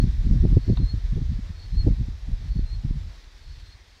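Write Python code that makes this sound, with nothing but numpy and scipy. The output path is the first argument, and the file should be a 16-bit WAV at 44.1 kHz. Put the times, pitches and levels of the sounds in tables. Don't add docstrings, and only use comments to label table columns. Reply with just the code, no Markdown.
import sys
import numpy as np
from scipy import signal
from scipy.fft import rfft, irfft
from scipy.io import wavfile
from scipy.ndimage import uniform_filter1d

SR = 44100
rng = np.random.default_rng(int(sys.argv[2]) if len(sys.argv) > 2 else 0)


def generate_wav(signal):
    frames = np.transpose(np.atleast_2d(signal))
    scaled = np.clip(frames, -1, 1) * 32767
    pcm = np.round(scaled).astype(np.int16)
    wavfile.write(sys.argv[1], SR, pcm)


N = 176400

# (time [s], level [dB])
WIND_LEVEL = [(0, -25), (.05, -22.5), (.23, -20.5), (.28, -17), (.58, -17), (.62, -33.5), (.7, -19),
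              (.76, -27), (.81, -17.5), (.88, -23.5), (1.35, -24.5), (1.44, -32.5), (1.68, -37),
              (1.75, -19.5), (1.89, -18.5), (1.96, -22), (2.25, -35.5), (2.31, -19), (2.38, -29.5),
              (2.58, -23), (2.8, -29.5), (2.85, -25), (3.08, -26.5), (3.12, -43.5), (3.42, -47.5),
              (3.53, -34), (3.72, -48), (3.82, -49.5), (4, -58)]
# (frequency [Hz], relative density [dB])
RUMBLE_SPECTRUM = [(8, -53), (22, -6.5), (38, 9), (70, 0), (100, -5.5), (150, -23.5), (250, -33),
                   (500, -51), (1000, -107.5)]
# (frequency [Hz], relative density [dB])
FLUTTER_SPECTRUM = [(30, -5), (90, 3), (150, 22.5), (250, -35.5), (400, -17), (700, -52.5), (1500, -89)]
# (centre [s], half-width [s], level [dB])
EDDIES = [(0.045, 0.075, -20), (0.265, 0.036, -21.5), (0.338, 0.073, -19.5), (0.451, 0.037, -16.5),
          (0.525, 0.037, -18.5), (0.575, 0.025, -16.5), (0.696, 0.03, -14.5), (0.729, 0.019, -19.5),
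          (0.815, 0.048, -20.5), (0.944, 0.012, -19.5), (1.134, 0.013, -22.5), (1.175, 0.026, -19),
          (1.219, 0.01, -20.5), (1.319, 0.046, -28), (1.392, 0.014, -28), (1.503, 0.012, -29),
          (1.745, 0.027, -30), (1.849, 0.014, -22), (1.879, 0.026, -16), (1.909, 0.038, -22),
          (2.008, 0.035, -23.5), (2.086, 0.0064, -23.5), (2.291, 0.018, -26), (2.316, 0.0091, -28.5),
          (2.452, 0.025, -29.5), (2.566, 0.015, -22), (2.859, 0.027, -25), (2.958, 0.036, -31),
          (3.062, 0.056, -40)]
# (frequency [Hz], relative density [dB])
EDDY_SPECTRUM = [(12, -11), (35, 1), (65, -1.5), (105, 1.5), (160, -4), (230, -8.5), (380, -13.5),
                 (520, -16), (900, -15)]
# (centre [s], peak [dB], strongest frequency [Hz])
PRESSURE_SWINGS = [(-.0015, -11.5, 59.6), (.041, -10.5, 71.4), (.453, -11.5, 107.5), (.571, -8, 102),
                   (.701, -9, 85), (2.594, -18.5, 78), (2.851, -17.5, 54), (2.911, -19, 68)]
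# (frequency [Hz], relative density [dB])
BURBLE_SPECTRUM = [(160, -30), (280, 7), (440, -3), (900, -29.5), (1500, -68)]
# (centre [s], half-width [s], high note [dB], low note [dB], low note lead [s])
CRANK_SQUEAKS = [(.008, 0.04, -49, -62, .027), (0.903, .034, -44, -52.5, .058),
                 (1.802, 0.041, -42.5, -57.5, 0.043), (2.739, 0.038, -50.5, -56.5, 0.048),
                 (3.729, 0.019, -55, -61, 0.045)]
# (centre [s], half-width [s], level [dB])
CRANK_SCRAPES = [(.7, 0.13, -56.5), (1.625, .105, -56), (2.55, .1, -58.5), (3.52, 0.18, -61.5)]
# (frequency [Hz], relative level [dB], T60 [s])
LINKAGE_MODES = [(780, -3, .035), (1470, -10, 0.046), (2750, -9, 0.025), (3650, -7.5, 0.016),
                 (3710, -2, 0.043), (4010, 8.5, 0.011)]
# (frequency [Hz], relative density [dB])
CRACK_SPECTRUM = [(400, -19), (800, 24.5), (2000, -2), (4200, -3), (7000, -41), (12000, -62)]
# (frequency [Hz], relative density [dB])
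LEAF_SPECTRUM = [(30, 10.5), (90, 8), (300, 4.5), (600, 2), (1000, 0), (1400, -1.5), (1850, 3), (2400, -1),
                 (2900, -4), (3700, 1.5), (4500, -1), (5600, -3), (6800, -10.5), (8300, -16), (9300, -20.5),
                 (12000, -23), (15500, -29)]
# (time [s], level [dB])
LEAF_LEVEL = [(0, -52), (.4, -53.5), (.8, -53.5), (1.6, -55), (2.4, -55.5), (3.1, -55), (3.55, -55.5),
              (3.9, -57), (4, -56)]
# (frequency [Hz], relative density [dB])
TAP_SPECTRUM = [(1500, -1), (4000, 8), (7000, -9.5), (11000, -13), (16000, -19.5)]

BREEZE_DB = -22


def amp(db):
    return 10 ** (np.asarray(db) / 20)


def unit(x):
    return x / np.sqrt(np.mean(x ** 2) + 1e-30)


def clock():
    return np.arange(N) / SR


def curve(points):
    return np.interp(clock(), *np.transpose(points))


def spectrum_gain(spectrum, hz):
    knots_hz, db = np.transpose(spectrum)
    return amp(np.interp(np.log(hz + 1), np.log(knots_hz), db))


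def shaped(x, spectrum):
    return unit(irfft(rfft(x) * spectrum_gain(spectrum, np.fft.rfftfreq(N, 1 / SR)), N))


def noise(spectrum):
    return shaped(rng.standard_normal(N), spectrum)


def drift(rate_hz):
    hz = np.fft.rfftfreq(N, 1 / SR)
    return unit(irfft(rfft(rng.standard_normal(N)) * np.exp(-(hz / rate_hz) ** 2), N))


def steadied(x, samples):
    return x / np.sqrt(abs(uniform_filter1d(uniform_filter1d(x ** 2, samples), samples)) + 1e-12)


def bell(x, centre, half_width):
    return np.exp(-np.minimum(2 * ((x - centre) / half_width) ** 2, 100))


def add(mix, start_s, sound):
    at = round(start_s * SR)
    sound = sound[max(-at, 0):]
    part = mix[max(at, 0):][:len(sound)]
    part += sound[:len(part)]


def wind(rumble_flicker_db=5, flutter_flicker_db=1.5, flutter_db=-47, flutter_growth=1.08):
    level_db = curve(WIND_LEVEL)
    lumps = np.clip(drift(rate_hz=18.5), -2, 1.3)
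    rumble = steadied(noise(RUMBLE_SPECTRUM) * amp(rumble_flicker_db * lumps), samples=4000)
    flutter = steadied(noise(FLUTTER_SPECTRUM) * amp(flutter_flicker_db * lumps), samples=5000)
    return rumble * amp(level_db) + flutter * amp(flutter_db + flutter_growth * (level_db - BREEZE_DB))


def buffets(crossover_hz=285, crest_share=.55, breeze_cutoff_hz=255.2, db_per_octave=15, samples=16384):
    out = np.zeros(N)
    t, hz = (np.arange(samples) - samples // 2) / SR, np.fft.rfftfreq(samples, 1 / SR)
    colour = spectrum_gain(EDDY_SPECTRUM, hz)
    highpass = hz ** 2 / (hz ** 2 + crossover_hz ** 2)
    for centre_s, width_s, db in EDDIES:
        cutoff_hz = breeze_cutoff_hz * 2 ** ((db - BREEZE_DB) / db_per_octave)
        air = rng.standard_normal(samples)
        body, crest = bell(t, 0, width_s), bell(t, 0, width_s * crest_share)
        push = rfft(air * body) * (1 - highpass) + rfft(air * crest) * highpass
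        lump = irfft(push * colour / np.hypot(1, (hz / cutoff_hz) ** 4))
        add(out, centre_s + t[0], amp(db) * lump * np.linalg.norm(body) / np.linalg.norm(lump))
    return out


def thumps():
    out = np.zeros(N)
    for centre_s, db, hz in PRESSURE_SWINGS:
        phase = 2 * np.pi * hz * (clock() - centre_s)
        swing = phase / (1 + phase ** 2) ** 2
        out += amp(db) * swing / swing.max()
    return out


def burble(centre_s=1.876, width_s=.014, level_db=-20):
    air = steadied(noise(BURBLE_SPECTRUM), samples=600)
    return amp(level_db) * air * bell(clock(), centre_s, width_s)


def squeal(hz, waver_hz):
    return unit(np.sin(2 * np.pi * np.cumsum(hz + waver_hz * drift(rate_hz=74.7)) / SR))


def crank_scrapes(top_hz=4385, sag_hz=166.8, band_hz=148, tone_db=-2, flicker_db=3.5):
    t, hz = clock(), np.fft.rfftfreq(N, 1 / SR)
    envelope = sum(amp(db) * bell(t, s, width_s) for s, width_s, db in CRANK_SCRAPES)
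    arch = sum(bell(t, s, width_s) for s, width_s, _ in CRANK_SCRAPES)
    band = 1 / (1 + ((hz - top_hz + sag_hz / 4) / band_hz) ** 2)
    rub = unit(irfft(rfft(rng.standard_normal(N)) * band, N))
    tone = amp(tone_db) * squeal(top_hz - sag_hz * (1 - arch), waver_hz=48)
    catching = amp(flicker_db * np.minimum(drift(rate_hz=55), 1))
    return envelope * unit((rub + tone) * catching)


def crank_squeaks(high_hz=4293, low_hz=4178, overtone_hz=8200, overtone_db=-80, low_width_s=.062):
    t = clock()
    high, low, overtone = np.zeros((3, N))
    for centre_s, width_s, high_db, low_db, lead_s in CRANK_SQUEAKS:
        early = bell(t, centre_s - lead_s, low_width_s)
        high += amp(high_db) * bell(t, centre_s, width_s)
        low += amp(low_db) * early
        overtone += amp(overtone_db) * early
    return (high * squeal(high_hz, waver_hz=17) + low * squeal(low_hz, waver_hz=17)
            + overtone * squeal(overtone_hz, waver_hz=34))


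def linkage_tick(start_s=.7714, rise_s=.00099, ring_db=-36.5, crack_db=-34.5, crack_decay_s=.0047):
    out, t = np.zeros(N), np.arange(SR // 10) / SR
    ring = sum(amp(db - 60 * t / t60_s) * np.sin(2 * np.pi * (hz * t + rng.random()))
               for hz, db, t60_s in LINKAGE_MODES)
    crack = noise(CRACK_SPECTRUM)[:len(t)] * np.exp(-t / crack_decay_s)
    knock = amp(ring_db) * ring + amp(crack_db) * crack
    add(out, start_s, knock * (1 - bell(t, 0, rise_s)))
    return out


def garden_echo(x, echo_db=-14, t60_s=.5, delay_s=.015):
    t = np.arange(SR // 2) / SR
    tail = rng.standard_normal(len(t)) * amp(-60 * t / t60_s) * (t > delay_s)
    return x + amp(echo_db) * signal.fftconvolve(x, tail / np.linalg.norm(tail))[:N]


def leaf_hiss(patch_db=.89, flicker_db=.6, brightening=.35, fall_db=-5, fall_start_s=3.05, fall_s=.5):
    hz, t, bins = signal.stft(rng.standard_normal(N), SR, nperseg=512, noverlap=384)
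    patches = uniform_filter1d(rng.standard_normal(bins.shape), size=7, axis=0)
    patches = unit(uniform_filter1d(patches, size=26, axis=1))
    level_db = np.interp(t, *np.transpose(LEAF_LEVEL))
    treble, bass = 1 - bell(hz, 0, 14000), bell(hz, 0, 1800)
    fizz_db = np.outer(treble, brightening * (level_db - level_db.mean()))
    roar_db = np.outer(bass, fall_db * np.clip((t - fall_start_s) / fall_s, 0, 1))
    bins *= amp(patch_db * patches + fizz_db + roar_db)
    hiss = signal.istft(bins, nperseg=512, noverlap=384)[1][:N]
    return shaped(hiss, LEAF_SPECTRUM) * amp(curve(LEAF_LEVEL) + flicker_db * drift(rate_hz=11))


def leaf_taps(taps_per_s=62, decay_s=.00067, level_db=-73.5):
    hits = (rng.random(N) < taps_per_s / SR) * np.minimum(rng.exponential(1, N), 3)
    envelope = signal.lfilter([1], [1, -np.exp(-1 / (decay_s * SR))], hits)
    return amp(level_db) * shaped(envelope * rng.standard_normal(N), TAP_SPECTRUM)


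def scene():
    gusts = wind() + buffets() + thumps() + burble()
    leaves = leaf_hiss() + leaf_taps()
    ornament = crank_scrapes() + crank_squeaks() + linkage_tick()
    return (gusts + garden_echo(ornament) + leaves)[None]


def record(dry):
    cutoff_hz = 15750
    lowpass = signal.firwin(511, cutoff_hz, window=("kaiser", 9), fs=SR)
    return signal.oaconvolve(dry, lowpass[None], "same")


dry = scene()
out = record(dry)
generate_wav(out)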